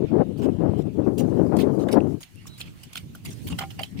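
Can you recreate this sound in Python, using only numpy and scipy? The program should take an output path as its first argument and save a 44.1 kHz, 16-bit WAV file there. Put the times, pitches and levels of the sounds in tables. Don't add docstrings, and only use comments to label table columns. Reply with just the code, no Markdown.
import sys
import numpy as np
from scipy import signal
from scipy.fft import rfft, irfft, next_fast_len
from scipy.io import wavfile
from scipy.ndimage import uniform_filter1d, map_coordinates

SR = 44100
rng = np.random.default_rng(int(sys.argv[2]) if len(sys.argv) > 2 else 0)


def store_pcm(level_fs):
    pcm = np.round(np.clip(level_fs, -1, 1) * 32767).astype(np.int16)
    wavfile.write(sys.argv[1], SR, np.atleast_2d(pcm).T)


N = 176400


def squelches():
    # start in seconds, length in seconds, level in dB, extra dB for slap, extra dB for spray.
    contacts = [(0.373, 0.028, -56, -13, 0.5), (0.418, 0.042, -49, 6, -3.5), (0.775, 0.05, -58, -21, -0.5),
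                (1.179, 0.028, -42.5, -20, 2), (1.566, 0.006, -48, -16, 6.5), (1.586, 0.015, -38, -5.5, -5),
                (1.601, 0.022, -39.5, -17, -6), (1.626, 0.014, -47, -2, -10), (1.792, 0.045, -56, -27, 2.5),
                (1.885, 0.0033, -36, 1.5, -12), (1.913, 0.016, -45.5, -18, 3),
                (1.926, 0.005, -35, -21.5, 1), (2.205, 0.019, -58.5, -23, 13),
                (2.229, 0.0059, -41.5, -34, -2), (2.466, 0.014, -51.5, -21, 7.5),
                (2.578, 0.037, -56, -24, 7.5), (2.604, 0.001, -33, -9.5, -9.5),
                (2.611, 0.0046, -32, -41, -9.5), (2.658, 0.024, -51, -16, -8),
                (2.833, 0.0053, -44.5, -31, 1), (2.93, 0.0045, -42, -27, -2),
                (2.955, 0.0014, -31.5, -16, -5), (2.967, 0.012, -34, -22, -3.5),
                (3.149, 0.0067, -51.5, 2.5, 5.5), (3.249, 0.0052, -51.5, -28, 12.5),
                (3.257, 0.007, -37, -27, -4), (3.273, 0.024, -48, -28, -5.5),
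                (3.303, 0.032, -62.5, -39, 16), (3.47, 0.018, -40, -25, 0), (3.501, 0.02, -41.5, -7.5, -6),
                (3.524, 0.0032, -35, -6.5, -21), (3.587, 0.0055, -26.5, -8, -3.5),
                (3.607, 0.019, -37.5, 1.5, -15), (3.703, 0.011, -44, -9, -4),
                (3.792, 0.0027, -28.5, -5, -17), (3.814, 0.006, -46, 7, -0.5),
                (3.832, 0.003, -30.5, -15, -8), (3.84, 0.0023, -39, -7, -6.5), (3.972, 0.012, -48, -16, -7),
                (3.99, 0.0032, -39, -50, -8)]
    # frequency in Hz, gain in dB.
    slap_tone = [(200,-21.5),(500,0),(750,8.5),(1400,-4),(1900,-6.5),(3000,-41.5)]
    suck_tone = [(800,-36),(1600,-20),(2100,2.5),(3000,7.5),(4200,-8),(5200,-14),(7500,-47.5)]
    spray_tone = [(3000,-1.5),(5000,2),(6800,2.5),(8500,-4),(10500,-12.5),(12500,-3.5),(15000,-1),(16500,-10)]
    press_db, press_s = -12, 0.027
    attack_s, release_s = 0.0011, 0.04
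    spatter_db, spatter_s = -7.5, 0.13
    t = np.arange(N) / SR
    power = np.zeros((3, N))
    for start, length, db, slap_db, spray_db in contacts:
        before = np.maximum(start - t, 0)
        after = np.maximum(t - start - length, 0)
        rise = np.maximum(np.clip((t - start) / attack_s, 0, 1), amp(press_db - 60 * before / press_s))
        fall = np.maximum(amp(-60 * after / release_s), amp(spatter_db - 60 * after / spatter_s))
        layer_gains = amp(db + np.array([[slap_db], [0], [spray_db]]))
        power += (layer_gains * rise * fall) ** 2
    out = sum(np.sqrt(p) * crackle(tone) for p, tone in zip(power, (slap_tone, suck_tone, spray_tone)))
    return out * amp(0.65 * wobble(300))


def crackle(tone):
    froth = pops(per_second=2600) + 0.45 * rng.standard_normal((2, N))
    return evened(coloured(patchy_bands(froth, depth_db=5.5), tone), even_s=0.0058)


def pops(per_second):
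    low_hz, high_hz = 500, 14780
    fade_cycles, glide = 12, 0.032
    when, pitch, strength, turn = rng.random((int(per_second * N / SR), 4)).T[:, :, None]
    hz = low_hz * (high_hz / low_hz) ** np.sqrt(pitch)
    t = np.arange(400) / SR
    age = hz * t / fade_cycles
    loudness = hz * (pitch + .01) ** -.25 * amp(-2.5 * np.log(np.maximum(strength, .02)))
    envelope = loudness * np.exp(-age) * (1 - t / t[-1])
    phase = 2 * np.pi * hz * t * (1 + glide * np.minimum(age, 2))
    positions = ((when * N).astype(int) + np.arange(len(t))).ravel()
    channels = []
    for side in (1, -1):
        rings = envelope * np.sin(phase + side * 2.84 * (turn - .5))
        channels.append(np.bincount(positions, rings.ravel(), N)[:N])
    return unit(np.array(channels))


def patchy_bands(x, depth_db):
    spacing_hz, drift_s = 330, 0.045
    hz, t, spectrum = signal.stft(x, SR, nperseg=512)
    grid = np.meshgrid(hz / spacing_hz, t / drift_s, indexing="ij")
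    gain = amp(depth_db * map_coordinates(rng.standard_normal(size=(128, 160)), grid, mode="mirror"))
    return signal.istft(spectrum * gain, SR, nperseg=512)[1][:, :N]


def big_bubbles():
    # start in seconds, pitch in Hz, level in dB, seconds to fade by 60 dB.
    bubbles = [(1.606,2570,-31,.035),(1.886,1870,-30,0.015),(2.005,2670,-28,0.014),(2.456,1120,-36,0.014),(3.15,1400,-37,0.012),(2.6135,4000,-21,0.0081),(2.957,1430,-24.5,0.013),(2.9562,3440,-20,0.0054),(2.975,2900,-22.5,.012),(2.977,3600,-24,0.018),(3.527,2810,-26.5,0.038),(3.706,2990,-38,0.033),(3.791,710,-29,0.028),(3.8095,653,-23,0.026),(3.834,3040,-14.5,0.013),(3.834,4100,-27,0.013)]
    out, t = np.zeros((2, N + SR)), np.arange(SR // 16) / SR
    for start, hz, db, fade_s in bubbles:
        ring = np.sin(2 * np.pi * hz * t + np.array([[.5], [-.5]]))
        rise = 1 - np.exp(-2 * hz * t)
        out[:, round(start * SR):][:, :len(t)] += amp(db - 60 * t / fade_s) * ring * rise
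    return out[:, :N]


def snaps():
    # start in seconds, level in dB.
    films = [(1.183,-34),(1.571,-28),(1.932,-27),(2.358,-43.5),(2.474,-36.5),(2.607,-30),(2.933,-36.5),(2.9565,-32),(3.835,-32)]
    fade_s = 0.0037
    out, t = np.zeros((2, N + SR)), np.arange(SR // 32) / SR
    for start, db in films:
        tick = amp(db - 60 * t / fade_s) * rng.standard_normal((2, len(t)))
        out[:, round(start * SR):][:, :len(t)] += tick
    return out[:, :N]


def bucket():
    # start of a knock in seconds, level in dB.
    knocks = [(3.588,-33.5),(3.608,-31.5),(3.621,-33.5),(3.636,-32.5),(3.794,-33.5)]
    # pitch in Hz, gain in dB, seconds to fade by 60 dB.
    wall_tones = [(580,-7,0.015),(720,-4,0.037),(782,2.5,0.1),(1055,-8,0.059),(1233,-5.5,0.063),(1395,-9,0.067),(2060,0.5,0.035),(2229,-5,0.065),(2410,-5,0.04),(2620,-6,.03),(2821,-8,0.036),(3170,-14,.04)]
    out, t = np.zeros((2, N + SR)), np.arange(SR // 4) / SR
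    rise = 1 - np.exp(-t / 0.00029)
    for start, db in knocks:
        for hz, gain_db, fade_s in wall_tones:
            rattle = np.cumsum(rng.standard_normal(len(t))) * hz / (2 * SR)
            ring = np.sin(2 * np.pi * hz * t + rattle + rng.normal(0, 0.46, (2, 1)))
            fall = amp(db + gain_db + rng.normal(0, 1.5) - 60 * t / fade_s)
            out[:, round(start * SR):][:, :len(t)] += rise * fall * ring
    return out[:, :N]


def wind():
    # time in seconds, level in dB.
    left_level = [(0, -30.5), (0.33, -29), (0.66, -22), (0.92, -30.5), (1.42, -24), (2.0, -29.5),
                  (2.15, -26), (2.2, -43.5), (2.27, -64), (2.36, -40), (2.45, -45.5), (2.56, -53),
                  (2.68, -39.5), (2.79, -55.5), (2.84, -59), (2.87, -37), (2.91, -59), (2.96, -47),
                  (3.06, -42.5), (3.23, -45.5), (3.3, -29), (3.4, -63), (3.465, -27), (3.49, -39.5),
                  (3.52, -22.5), (3.57, -39.5), (3.72, -44), (3.82, -36), (3.88, -44), (3.99, -28)]
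    right_level = [(0, -39), (0.39, -49), (0.44, -34), (0.5, -47.5), (1.9, -44.5), (2.15, -53), (2.36, -58),
                   (2.5, -39), (2.57, -48.5), (2.66, -39), (2.91, -52), (3.06, -37.5), (3.19, -47),
                   (3.27, -37), (3.55, -33), (3.75, -39.5), (3.9, -49.5), (3.98, -36.5)]
    # frequency in Hz, gain in dB.
    left_tone = [(20,-30),(35,-32),(60,-12.5),(100,-0.5),(170,0),(300,-10),(500,-29.5),(900,-38.5),(3000,-96.5)]
    right_tone = [(20,-36),(35,-42),(60,-8.5),(100,1.5),(170,-3),(300,-17.5),(500,-31),(900,-38),(3000,-72.5)]
    left = gust() + thumps() + rumble(left_level, left_tone)
    return np.array([left, rumble(right_level, right_tone)])


def gust():
    # time in seconds, level of the body in dB, level of the edge in dB, both before the boosts.
    strength = [(0.0, -27.5, -47), (0.048, -22, -41), (0.075, -48, -61), (0.105, -36, -49),
                (0.116, -21.5, -38.5), (0.224, -19.5, -27.5), (0.239, -40, -50.5), (0.31, -30.5, -65),
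                (0.35, -37.5, -64), (0.491, -18.5, -32.5), (0.521, -35.5, -53.5), (0.574, -34.5, -52),
                (0.629, -20, -30.5), (0.698, -25, -33), (0.706, -28.5, -43), (0.78, -31.5, -50),
                (0.801, -19.5, -41), (0.831, -37, -54), (0.88, -26.5, -51), (0.9, -46, -68),
                (0.969, -33.5, -57.5), (0.991, -22, -37.5), (1.03, -30, -42.5), (1.07, -21, -33.5),
                (1.16, -29.5, -50.5), (1.2, -23.5, -40), (1.32, -28.5, -44.5), (1.402, -19, -32.5),
                (1.511, -25, -39.5), (1.531, -23, -26), (1.59, -18.5, -34.5), (1.69, -23.5, -34),
                (1.72, -24, -41.5), (1.922, -27, -34), (1.94, -20.5, -23.5), (1.975, -16, -21.5),
                (2.006, -23, -35.5), (2.18, -35.5, -59.5), (2.2, -64, -83)]
    # frequency in Hz, gain in dB.
    body_tone = [(30,-54.5),(100,-7.5),(180,0),(300,2),(420,-3),(560,-15.5),(800,-30),(1300,-44),(2500,-83),(6000,-84)]
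    edge_tone = [(100,-38),(300,-0.5),(520,3),(800,-6.5),(1300,-20),(2000,-32.5),(3000,-49.5),(8000,-75)]
    body_boost_db, edge_boost_db = 5, 8.5
    end_s, fade_s = 2.21, 0.037
    times, body_db, edge_db = np.transpose(strength)
    swirl_db = 2.2 * wobble(110) + 1.1 * wobble(38) - .4
    body_gain = amp(curve(np.c_[times, body_db]) + body_boost_db + swirl_db)
    body = body_gain * turbulence(body_tone, even_s=0.0237)
    edge_gain = amp(curve(np.c_[times, edge_db]) + edge_boost_db + swirl_db + 1.97 * wobble(160))
    edge = edge_gain * turbulence(edge_tone, even_s=0.028)
    blowing = np.clip((end_s - np.arange(N) / SR) / fade_s, 0, 1)
    return blowing * (body + edge)


def thumps():
    # time in seconds, level in dB, rough pitch in Hz.
    swirls = [(0.156,-11,327),(0.221,-6.5,330),(0.484,-8.5,170),(0.637,-2.5,260),(0.694,-5.5,115),(0.737,-10.5,298),(0.794,-9.5,260),(1.065,-11,363),(1.433,-4.5,152),(1.935,-7,280)]
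    when, db, hz = np.transpose(swirls)[:, :, None]
    offset = np.pi * hz * (np.arange(N) / SR - when)
    swings = np.sum(amp(db) * (3 * offset ** 2 - 1) / (1 + offset ** 2) ** 3, axis=0)
    return coloured(swings, [(30, -20), (85, 0)])


def rumble(level, tone):
    # frequency in Hz, gain in dB.
    flutter_tone = [(60,-32),(150,-6),(270,4.5),(400,-7.5),(600,-18),(1000,-41.5),(3000,-70)]
    db = curve(level) + 1.06 * wobble(21.92)
    flutter_db = db - 8.5 + 0.35 * np.minimum(db + 30, 0)
    low = amp(db) * turbulence(tone, even_s=0.05)
    return low + amp(flutter_db) * turbulence(flutter_tone, even_s=0.031)


def turbulence(tone, even_s):
    return evened(coloured(rng.standard_normal(N), tone), even_s)


def bird():
    # start in seconds, length in seconds, first pitch in Hz, last pitch in Hz, level in dB.
    whistles = [(2.35,.075,2650,2950,-51.5),(2.474,.125,3910,3920,-52)]
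    t, out = np.arange(N) / SR, np.zeros((2, N))
    for start, length, start_hz, end_hz, db in whistles:
        progress = np.clip((t - start) / length, 0, 1)
        waver = 1 + 0.021 * wobble(450) + 0.008 * wobble(70)
        hz = (start_hz + (end_hz - start_hz) * progress) * waver
        swell = amp(db + 2 * wobble(60)) * np.sqrt(np.abs(np.sin(np.pi * progress)))
        out += swell * np.sin(2 * np.pi * np.cumsum(hz) / SR + np.pi / 6 * np.array([[1], [-1]]))
    return out


def field():
    # frequency in Hz, gain in dB.
    hiss_tone = [(100,10),(500,-5.5),(1000,-5),(1900,-2.5),(2800,3.5),(4000,-6.5),(6000,-22),(16000,-46)]
    fizz_tone = [(2500,-27.5),(4200,2.5),(6800,1.5),(8500,-4.5),(10800,-10.5),(13000,0),(15000,-3.5),(16500,-16)]
    # time in seconds, level in dB.
    hiss_level = [(0,-56),(.8,-56),(1.1,-61),(2.3,-58),(2.68,-53),(3.05,-59),(3.5,-56),(4,-57.5)]
    fizz_level = [(0,-67),(.95,-66),(1.3,-61.5),(2.3,-63.5),(2.6,-60.5),(3.1,-63.5),(3.45,-55.5),(4,-61.5)]
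    hiss = amp(curve(hiss_level) + 1.7 * wobble(25.02)) * wet_ground(hiss_tone)
    fizz = amp(curve(fizz_level) + 1.2 * wobble(29.88)) * wet_ground(fizz_tone)
    return hiss + fizz


def wet_ground(tone):
    ticking_hiss = rng.standard_normal((2, N)) + amp(-11.5) * pops(per_second=370)
    return unit(coloured(patchy_bands(ticking_hiss, depth_db=3), tone))


def amp(db):
    return 10 ** (np.asarray(db) / 20)


def unit(x):
    return x / np.sqrt(np.mean(x ** 2) + 1e-20)


def evened(x, even_s):
    power = uniform_filter1d(x * x, max(int(even_s * SR), 200))
    return x / np.sqrt(np.abs(power) + 1e-20)


def curve(rows):
    return np.interp(np.arange(N) / SR, *np.transpose(rows))


def wobble(rate):
    return map_coordinates(rng.standard_normal(int(N * rate / SR) + 4), [np.arange(N) * rate / SR])


def coloured(x, tone):
    size = 2 * next_fast_len(N // 2 + SR // 4)
    hz, db = np.transpose(tone)
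    gain = amp(np.interp(np.log(np.fft.rfftfreq(size, 1 / SR) + 1), np.log(hz + 1), db))
    cepstrum = irfft(np.log(gain), size)
    cepstrum[1:size // 2] *= 2
    cepstrum[size // 2 + 1:] = 0
    return irfft(rfft(x, size) * np.exp(rfft(cepstrum)), size)[..., :N]


def scene():
    # frequency in Hz, gain of the left opening over the right in dB.
    left_opening = [(500,-1.5),(1170,-1.5),(1790,0),(2740,-11.5),(4190,-1),(6400,-6),(9800,11.5),(12500,-4),(15000,-0.5)]
    left, right = squelches() + big_bubbles() + snaps() + bucket() + bird() + field()
    return np.array([coloured(left, left_opening), right]) + wind()


def record(dry):
    ceiling, top_hz = 0.8, 15900
    rounded = dry / (1 + np.abs(dry / ceiling) ** 4) ** .25
    size = next_fast_len(N + SR // 2)
    in_range = np.fft.rfftfreq(size, 1 / SR) < top_hz
    return irfft(rfft(rounded, size) * in_range, size)[..., :N]


dry = scene()
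out = record(dry)
store_pcm(out)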